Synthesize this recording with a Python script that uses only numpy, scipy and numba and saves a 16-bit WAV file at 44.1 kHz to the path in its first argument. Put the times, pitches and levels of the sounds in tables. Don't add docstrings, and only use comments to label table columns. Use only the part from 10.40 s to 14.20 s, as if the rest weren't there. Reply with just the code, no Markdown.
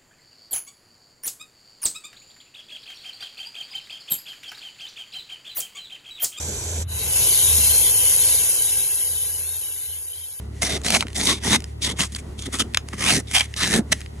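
import sys
import numpy as np
from scipy import signal
from scipy.fft import rfft, irfft
from scipy.io import wavfile
from scipy.ndimage import uniform_filter1d
from numba import njit

SR = 44100
rng = np.random.default_rng(int(sys.argv[2]) if len(sys.argv) > 2 else 0)


def materialize(psi):
    bounded = np.clip(np.atleast_2d(psi).T, -1, 1)
    quanta = np.round(bounded * 32767).astype(np.int16)
    wavfile.write(sys.argv[1], SR, quanta)


N = 167580


# multiple of the firing rate, level in dB before the overall level.
IDLE_TONES = [(1, -15.5), (2, 2), (3, -3), (4, -13), (5, -34)]
IDLE_HZ, IDLE_DB, IDLE_WOBBLE = 35.29, -35.5, 0.00906

# frequency in Hz, filter gain in dB.
STREET_MID = [(20, -28), (45, -0.5), (90, 0.5), (130, -1), (240, -3.5), (330, -7), (410, -6.5), (500, -17),
              (1500, -25.5), (2200, -59)]
STREET_SIDE = [(32, -21), (55, -12), (251, -5.5), (466, -4.5), (524, -7.5), (949, -9), (1020, -16.5),
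               (4880, -23.5), (6810, -36), (10900, -21), (16000, -31)]
STREET_DB, STREET_SIDE_DB = -42, -48.5

# frequency in Hz, filter gain in dB.
HISS_COLOUR = [(710, -18), (1200, -19.5), (1940, 7.5), (2360, -3.5), (2560, -1), (5250, -6.5), (6090, -2.5),
               (10900, -6), (13000, -28.5)]
# time in seconds, level in dB.
HISS_LEVEL = [(0.0, -57.5), (0.22, -44.5), (0.44, -52), (0.54, -59.5), (0.87, -40), (0.97, -54.5),
              (1.24, -54.5), (1.68, -56), (1.95, -54), (2.87, -52), (2.98, -69), (3.16, -45.5), (3.3, -59),
              (3.8, -54)]

# time in seconds, rasp level in dB,
# glass rumble level in dB, treble in dB against the rasp, low middle in dB against the rasp,
# main blade ring in Hz, upper body in dB against the rasp.
STROKES = [
    [(0.2, -102, -50, -18, -15, 2130, -14), (0.22, -27, -43, 7.5, -5.5, 2020, -3.5),
     (0.234, -28.5, -24.5, 1, -11, 2150, -17), (0.254, -39.5, -32, 9.5, 0, 2030, 7),
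     (0.272, -38, -41, 6, -2, 1940, -2), (0.31, -34.5, -28, 4, -1.5, 2100, -0.5),
     (0.376, -42.5, -28.5, 5, 2, 1980, 5.5), (0.392, -85, -52, -8, 32, 2280, -10)],
    [(0.434, -51, -54, 7, -1, 2040, 5), (0.466, -32, -28, 7.5, -3.5, 1910, 0),
     (0.494, -42, -32, 8.5, 1.5, 2400, 7.5), (0.568, -23, -25.5, 2.5, 2, 2220, -7),
     (0.584, -51.5, -35, 13.5, -4, 2340, -1), (0.61, -36, -33, 3, 0, 2610, 6),
     (0.634, -48.5, -38.5, 1, 14.5, 2430, -11), (0.66, -86, -30, -18, -17, 2240, -10)],
    [(0.745, -56, -46, 14, 8, 2010, 7), (0.765, -38.5, -36, 6.5, -13, 2000, 1),
     (0.773, -42.5, -30.5, 16.5, 3.5, 1910, -2), (0.811, -36.5, -31, 6.5, -0.5, 1990, 1),
     (0.853, -45.5, -29, 20, 3, 2300, 7), (0.869, -35, -27, 10, -4, 2090, 7.5),
     (0.899, -25.5, -25.5, 5, -2.5, 1940, 2.5), (0.971, -51, -39.5, 6.5, -4, 2400, 5),
     (0.995, -49.5, -59, -5, -12, 2330, -5)],
    [(1.0, -65, -54, -4, -7, 2180, 6), (1.042, -36, -36, 4, -3.5, 1910, -6),
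     (1.078, -36, -22.5, 9, 7, 1980, 4.5), (1.092, -34.5, -27, 4, -16, 2150, -2),
     (1.102, -32, -24.5, 7, -3, 1970, -3), (1.14, -21.5, -20, 0.5, -6, 2070, -10),
     (1.162, -27, -24.5, 5.5, 2, 2030, -1), (1.178, -59, -28, 5, -6, 2050, 5),
     (1.2, -72, -39, 13, -10, 2080, -1)],
    [(1.4, -80, -46, 4, 11, 2540, -10), (1.414, -59, -49, 9, -8, 2570, 4),
     (1.423, -42, -43, 12, -9, 2660, 12), (1.448, -38, -33.5, 11, -6, 1880, 13),
     (1.48, -35.5, -30.5, 1, -6, 2000, -3), (1.524, -41, -32.5, 3.5, -8, 2040, -2.5),
     (1.542, -72, -30, 5, 7, 2190, 9)],
    [(1.56, -58, -36, 4, -4, 2110, 1), (1.578, -47, -46, 3, -10, 2160, -7),
     (1.59, -30.5, -36, 1, -5, 2070, -16), (1.612, -32, -26, 7, -4, 1960, 2),
     (1.638, -32.5, -36, 1.5, -3, 1990, -2), (1.65, -44.5, -39, 11, 6.5, 2370, 5),
     (1.678, -57, -67, 9, -18, 2490, -3)],
    [(1.72, -60.5, -42.5, 19, 6, 2290, 6), (1.752, -65, -41.5, 16, -20, 2330, -5),
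     (1.764, -31, -54, 1.5, -15, 2120, -4), (1.776, -62, -63, 7, -26, 2350, -9),
     (1.786, -42, -56, 1, -20, 2350, -16), (1.808, -59, -60, 10, -24, 2320, -17)],
    [(1.96, -84, -51, 7, -1, 2390, -11), (1.994, -53.5, -45, 14.5, -4, 2700, 13),
     (2.004, -53, -56, 8, -15, 2670, -6), (2.034, -55.5, -49, 9, 5, 2190, 9),
     (2.05, -58, -55, 10, -1, 1920, 5), (2.06, -38, -34, 1.5, -8, 1760, -2.5),
     (2.07, -46, -35.5, 4, -7, 1870, 0), (2.09, -64, -31.5, -12, 9, 1920, -7)],
    [(2.1, -83, -57, -14, 1, 2240, -11), (2.128, -47, -48, 13.5, -2, 2070, 2),
     (2.148, -35.5, -26.5, 3, -0.5, 1930, -2.5), (2.182, -49.5, -40, 7.5, -6, 2810, -3),
     (2.204, -27.5, -28, 8, 1, 3070, 4), (2.222, -30.5, -27, 0, -8, 2960, -4),
     (2.234, -77, -39, 20, 6, 2800, -10), (2.27, -82, -40, -2, 7, 2600, 4)],
    [(2.52, -63, -66, -14, -2, 1920, -6), (2.536, -38, -32.5, -4, -0.5, 1870, -19),
     (2.562, -55.5, -48, 1, -9, 1920, -9), (2.6, -35.5, -33, 2, -3, 1880, -8),
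     (2.702, -18, -28, -5, -14.5, 2730, -11.5), (2.736, -32, -22, 6, -5, 2180, -3),
     (2.772, -29.5, -24, 0.5, -15, 1760, -6), (2.806, -45, -28.5, 7.5, 2, 1900, -12),
     (2.84, -98, -52, -42, -3, 1990, 0)],
    [(2.87, -58, -57, 3, -9, 2190, 10), (2.93, -41.5, -40.5, 4.5, -15, 2320, -23),
     (2.952, -17, -43.5, -0.5, -19, 2300, -17), (2.974, -20.5, -40, -2.5, -12, 2620, -6),
     (2.996, -34, -58, 9, -12, 2320, 0), (3.01, -14.5, -27.5, -15.5, -21, 2370, -35),
     (3.02, -35, -51, -0.5, -10, 2340, -22), (3.058, -45, -74, 1, -18, 2100, -12),
     (3.08, -67, -59, -25, 4, 2060, -11)],
    [(3.155, -68, -62, 0, 8, 2110, -10), (3.165, -41, -41, 5, -11, 1830, -1),
     (3.207, -33.5, -44.5, 1, -4.5, 1700, -2.5), (3.225, -27.5, -27, -3.5, -10, 1780, 0.5),
     (3.299, -31.5, -30.5, 3, -8, 1670, -11), (3.345, -24.5, -18, -1, -2.5, 1860, -5),
     (3.385, -32.5, -21.5, 3.5, -6.5, 1600, -14), (3.411, -57, -26, 0, 14, 1810, -7),
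     (3.43, -71, -45, -19, -2, 1770, -20)],
    [(3.495, -57, -65, -15, 4, 1750, -22), (3.509, -64, -40, 3, -5, 1800, 1),
     (3.523, -21, -29.5, 3.5, -8, 1710, -3), (3.531, -18, -34.5, -7.5, -9, 1760, -11),
     (3.549, -99, -32.5, -5, -2, 1960, 0)],
]
# frequency in Hz, filter gain in dB.
RASP_MID = [(290, -49.5), (500, -1), (1120, -2.5), (2010, 2.5), (2730, 1), (4760, -1.5), (5930, 0),
            (10500, -3), (11400, -7), (12000, -26), (12500, -50), (15800, -79.5), (16500, -77)]
RASP_SIDE = [(180, -50), (300, -28), (577, -5), (1770, -14), (2000, -6.5), (2610, -5), (3300, 2),
             (4030, -4), (4930, -1.5), (6450, -13), (10900, -4), (15700, -14.5), (16500, -54)]
SIDE_DB, SHARED = 2, 0.55

# frequency in Hz, filter gain in dB.
GLASS = [(35, -41), (60, -3), (97, -2.5), (199, 1.5), (280, -2), (417, -2.5), (534, -11.5), (579, -13),
         (900, -25), (1170, -55), (1980, -120)]
GLASS_SIDE_DB = -15

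GRAINS_PER_S, GRAIN_SCATTER_DB, GRAIN_TOP_DB = 14000, 4, 22.5
JUDDER_HZ, JUDDER_DB = 109.4, 1
LURCH_HZ, LURCH_DB, LURCH_WANDER = 72, 1.5, 0.29
LOW_SPLIT_HZ, MID_SPLIT_HZ, SPLIT_HZ = 1400, 3080, 5000

# middle frequency in Hz, width in Hz, middle gain in dB.
STEADY_RINGS = [(215, 44, -2.5), (1258, 24, 0), (5530, 500, -4.5), (6190, 440, -1.5), (8130, 2500, -5.5)]
DRIFT, PATCH_DB, PATCH_HZ = .04, 3, 20
# time in seconds, glass ring in Hz, handle ring in Hz, edge ring in Hz.
MOVING_PITCH = [(.25, 335, 685, 3700), (.35, 365, 610, 3570), (.5, 188, 730, 4300), (.8, 224, 706, 3550),
                (.9, 318, 1115, 3670), (1.07, 210, 865, 3400), (1.13, 248, 990, 3720),
                (1.44, 274, 1030, 3640), (1.51, 316, 1000, 3350), (1.62, 175, 1125, 3380),
                (2.18, 273, 1270, 3390), (2.64, 205, 1190, 3000), (2.719, 156, 710, 4350),
                (2.98, 200, 790, 3110), (3.21, 218, 1260, 4030), (3.3, 203, 614, 3950)]
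# width in Hz, middle gain in dB.
MOVING_SHAPE = [(110, 1), (170, 8.5), (330, 4)]
MAIN_RING_WIDTH_HZ, MAIN_RING_DB = 220, 6.5

# time in seconds, level in dB before colouring,
# ring in Hz, broadband crack in dB against the ring.
TICKS = [(0.229, -11, 6000, 16), (0.2653, -16.5, 5460, -2), (0.415, -27, 7440, 3), (0.4467, -14, 7700, 7),
         (0.464, -13.5, 1800, 5), (0.483, -12, 2300, 9), (0.5035, -2.5, 3430, 36), (0.5225, -10.5, 2330, 7),
         (0.538, -18, 2300, -3), (0.5479, -5, 2180, -5), (0.5663, -11, 2690, -2), (0.607, -7.5, 2870, 7),
         (0.6245, -11.5, 1144, -3), (0.6679, -26, 2100, -4), (0.6818, -27, 2500, 2), (0.702, -32, 2000, 8),
         (0.73, -27.5, 2030, 19), (0.765, -15, 6600, 4), (0.8121, -12, 3700, 0), (1.035, -24, 2000, 4),
         (1.2033, -25, 2330, 32), (1.221, -29.5, 1900, 30), (1.2413, -21.5, 5640, 6),
         (1.6053, -7.5, 3360, 1), (1.725, -34, 3630, 7), (1.748, -17, 4950, 1), (2.0214, -22, 7100, -5),
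         (2.058, -32, 1740, 12), (2.3365, -28, 2290, 8), (2.3454, -7, 2420, 1), (2.363, -32, 2480, 10),
         (2.3715, -2, 2300, 0), (2.4859, -21, 6000, 17), (2.532, -30, 1800, 2), (2.9121, -17, 2120, 25),
         (2.9501, -7, 2400, 4), (3.007, -7.5, 2440, 0), (3.139, -21.5, 2670, -5), (3.1637, -20, 5930, 4),
         (3.241, -10, 2000, 5), (3.2755, -11, 5800, 16), (3.338, -11, 1500, 2), (3.6052, -26.5, 6140, 24),
         (3.614, -25.5, 2230, 8), (3.6604, -31, 2370, -23)]
TICK_T60_S, TICK_RISE_S, TICK_RING_WIDTH_HZ = 0.0064, 0.0018, 1200

TAIL_T60_S, TAIL_DB = 0.11, -18.5
LEAN_HZ, LEAN_WIDTH_HZ, LEAN = 640, 210, 0.47
TOP_HZ = 15900


def undb(db):
    return 10 ** (np.asarray(db) / 20)


def unit(x):
    return x / np.sqrt(np.mean(x ** 2))


def colour(x, table, size=2048):
    hz, db = np.array(table, float).T
    f = np.maximum(np.fft.rfftfreq(size, 1 / SR), 1)
    log_gain = np.interp(np.log(f), np.log(hz), db) * np.log(10) / 20
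    cepstrum = irfft(log_gain)
    cepstrum[1:size // 2] *= 2
    cepstrum[size // 2 + 1:] = 0
    return signal.fftconvolve(x, irfft(np.exp(rfft(cepstrum))))[:N]


@njit
def ring(x, hz, width, sr):
    y, band, low = np.empty(len(x)), 0., 0.
    for i in range(len(x)):
        g, k = np.tan(np.pi * hz[i] / sr), width / hz[i]
        v = (band + g * (x[i] - low)) / (1 + g * (g + k))
        band, low, y[i] = 2 * v - band, low + 2 * g * v, k * v
    return y


def fixed_ring(x, hz, width):
    return ring(x, np.full(len(x), 1. * hz), 1. * width, 1. * SR)


def walk(rate):
    k = int(SR / rate)
    steps = np.repeat(rng.standard_normal(N // k + 1), k)
    return unit(uniform_filter1d(uniform_filter1d(steps, k), k)[:N])


def engine():
    rate = IDLE_HZ * (1 + IDLE_WOBBLE * walk(3.164))
    phase = 2 * np.pi * np.cumsum(rate) / SR
    return undb(IDLE_DB) * sum(undb(db + walk(7.1)) * np.cos(k * phase) for k, db in IDLE_TONES)


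def flickering_noise(table, db, flicker_db):
    noise = unit(colour(rng.standard_normal(N), table, size=8192))
    return noise * undb(db + flicker_db * walk(15))


def street():
    mid = flickering_noise(STREET_MID, STREET_DB, 3.1)
    return mid, flickering_noise(STREET_SIDE, STREET_SIDE_DB, 1.2)


def hiss():
    s, db = np.array(HISS_LEVEL).T
    return flickering_noise(HISS_COLOUR, np.interp(np.arange(N) / SR, s, db), 3.6)


def control(column, rest):
    t, out = np.arange(N) / SR, np.full(N, float(rest))
    for stroke in STROKES:
        s = np.array(stroke, float)
        inside = (t >= s[0, 0]) & (t <= s[-1, 0])
        out[inside] = np.interp(t[inside], s[:, 0], s[:, column])
    return uniform_filter1d(out, size=89)


def grains():
    chance = rng.random((3, N))
    breaks = chance[0] < GRAINS_PER_S / SR
    size_db = np.minimum(-GRAIN_SCATTER_DB * np.log(chance[1] + 1e-9), GRAIN_TOP_DB)
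    return unit(breaks * undb(size_db) * np.sign(chance[2] - .5))


def chatter():
    rate = LURCH_HZ * np.clip(1 + LURCH_WANDER * walk(15), .4, 2)
    beat = np.cos(2 * np.pi * np.cumsum(rate) / SR)
    return LURCH_DB * beat * np.clip(1 + 1.04 * walk(6.8), 0, 2)


def resonances():
    def swell(db):
        return undb(db + PATCH_DB * walk(PATCH_HZ))

    steady = [(hz * np.clip(1 + DRIFT * walk(5.27), .7, 1.3), width, swell(db))
              for hz, width, db in STEADY_RINGS]
    s, *pitches = np.array(MOVING_PITCH, float).T
    moving = [(np.interp(np.arange(N) / SR, s, hz), width, swell(db))
              for hz, (width, db) in zip(pitches, MOVING_SHAPE)]
    main = (control(column=5, rest=2200), MAIN_RING_WIDTH_HZ, undb(MAIN_RING_DB))
    glass_rings = [moving[0], steady[0]]
    return glass_rings, steady[1:] + moving[1:] + [main]


def add_rings(x, rings):
    return x + sum(gain * ring(x, hz, 1. 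* width, 1. * SR) for hz, width, gain in rings)


def bands(x):
    below = []
    for hz in (LOW_SPLIT_HZ, MID_SPLIT_HZ, SPLIT_HZ):
        below.append(signal.sosfiltfilt(signal.butter(3, hz, fs=SR, output="sos"), x))
    a, b, c = below
    return np.array([a, b - a, c - b, x - c])


def lagged(x):
    f = np.log(np.maximum(np.fft.rfftfreq(N, 1 / SR), 1))
    mid_db, side_db = (np.interp(f, np.log(hz), db)
                       for hz, db in (np.array(table).T for table in (RASP_MID, RASP_SIDE)))
    return irfft(-1j * rfft(x) * undb(side_db - mid_db), N)


def rasp(rings):
    push = undb(control(column=1, rest=-96) + JUDDER_DB * walk(JUDDER_HZ) + chatter())
    tilt = undb([control(column=4, rest=1), np.zeros(N),
                 control(column=6, rest=0), control(column=3, rest=0)])
    mid = colour(grains(), RASP_MID)
    own = colour(grains(), RASP_SIDE)
    side = (SHARED * lagged(mid) + np.sqrt(1 - SHARED ** 2) * own) * undb(SIDE_DB)
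    parts = [bands(add_rings(x, rings)) for x in (mid, side)]
    norm = parts[0].std(axis=1, keepdims=True)
    return [(part / norm * tilt).sum(axis=0) * push for part in parts]


def glass_rumble(rings):
    shake = undb(control(column=2, rest=-94) + JUDDER_DB * walk(JUDDER_HZ / 2))
    return [unit(add_rings(colour(grains(), GLASS), rings)) * shake * undb(db) for db in (0, GLASS_SIDE_DB)]


def ticks():
    length = 2048
    out, t = np.zeros(N + length), np.arange(length) / SR
    shape = undb(-60 * t / TICK_T60_S) * (1 - np.exp(-(t / TICK_RISE_S) ** 2))
    for s, db, hz, broad_db in TICKS:
        crack = rng.standard_normal(length) * shape
        rung = fixed_ring(crack, hz, TICK_RING_WIDTH_HZ)
        chip = unit(rung) + undb(broad_db) * unit(crack)
        strength = np.sqrt(np.mean(chip[:132] ** 2))
        i = int(s * SR)
        out[i:i + length] += chip / strength / 3 * undb(db)
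    chips = out[:N]
    mid = colour(chips, RASP_MID)
    mid = mid * np.std(chips) / np.std(mid)
    return mid, lagged(mid) * undb(SIDE_DB)


def reflections(x):
    t = np.arange(6000) / SR
    tail = rng.standard_normal(6000) * undb(-60 * t / TAIL_T60_S)
    tail = tail / np.sqrt(np.sum(tail ** 2)) * undb(TAIL_DB)
    return [signal.fftconvolve(signal_in, tail)[:N] for signal_in in x]


def scraper():
    glass_rings, blade_rings = resonances()
    direct = [scrape + chip for scrape, chip in zip(rasp(blade_rings), ticks())]
    mid, side = (sum(layers) for layers in zip(direct, reflections(direct), glass_rumble(glass_rings)))
    side = side - LEAN * fixed_ring(mid, LEAN_HZ, LEAN_WIDTH_HZ)
    return mid, side


def scene():
    street_mid, street_side = street()
    scraper_mid, scraper_side = scraper()
    mid = engine() + street_mid + hiss() + scraper_mid
    side = street_side + scraper_side
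    return np.array([mid + side, mid - side])


def record(dry):
    rounded = .9 * np.tanh(dry / .9)
    return signal.sosfilt(signal.ellip(8, .2, 80, TOP_HZ, fs=SR, output="sos"), rounded)


dry = scene()
out = record(dry)
materialize(out)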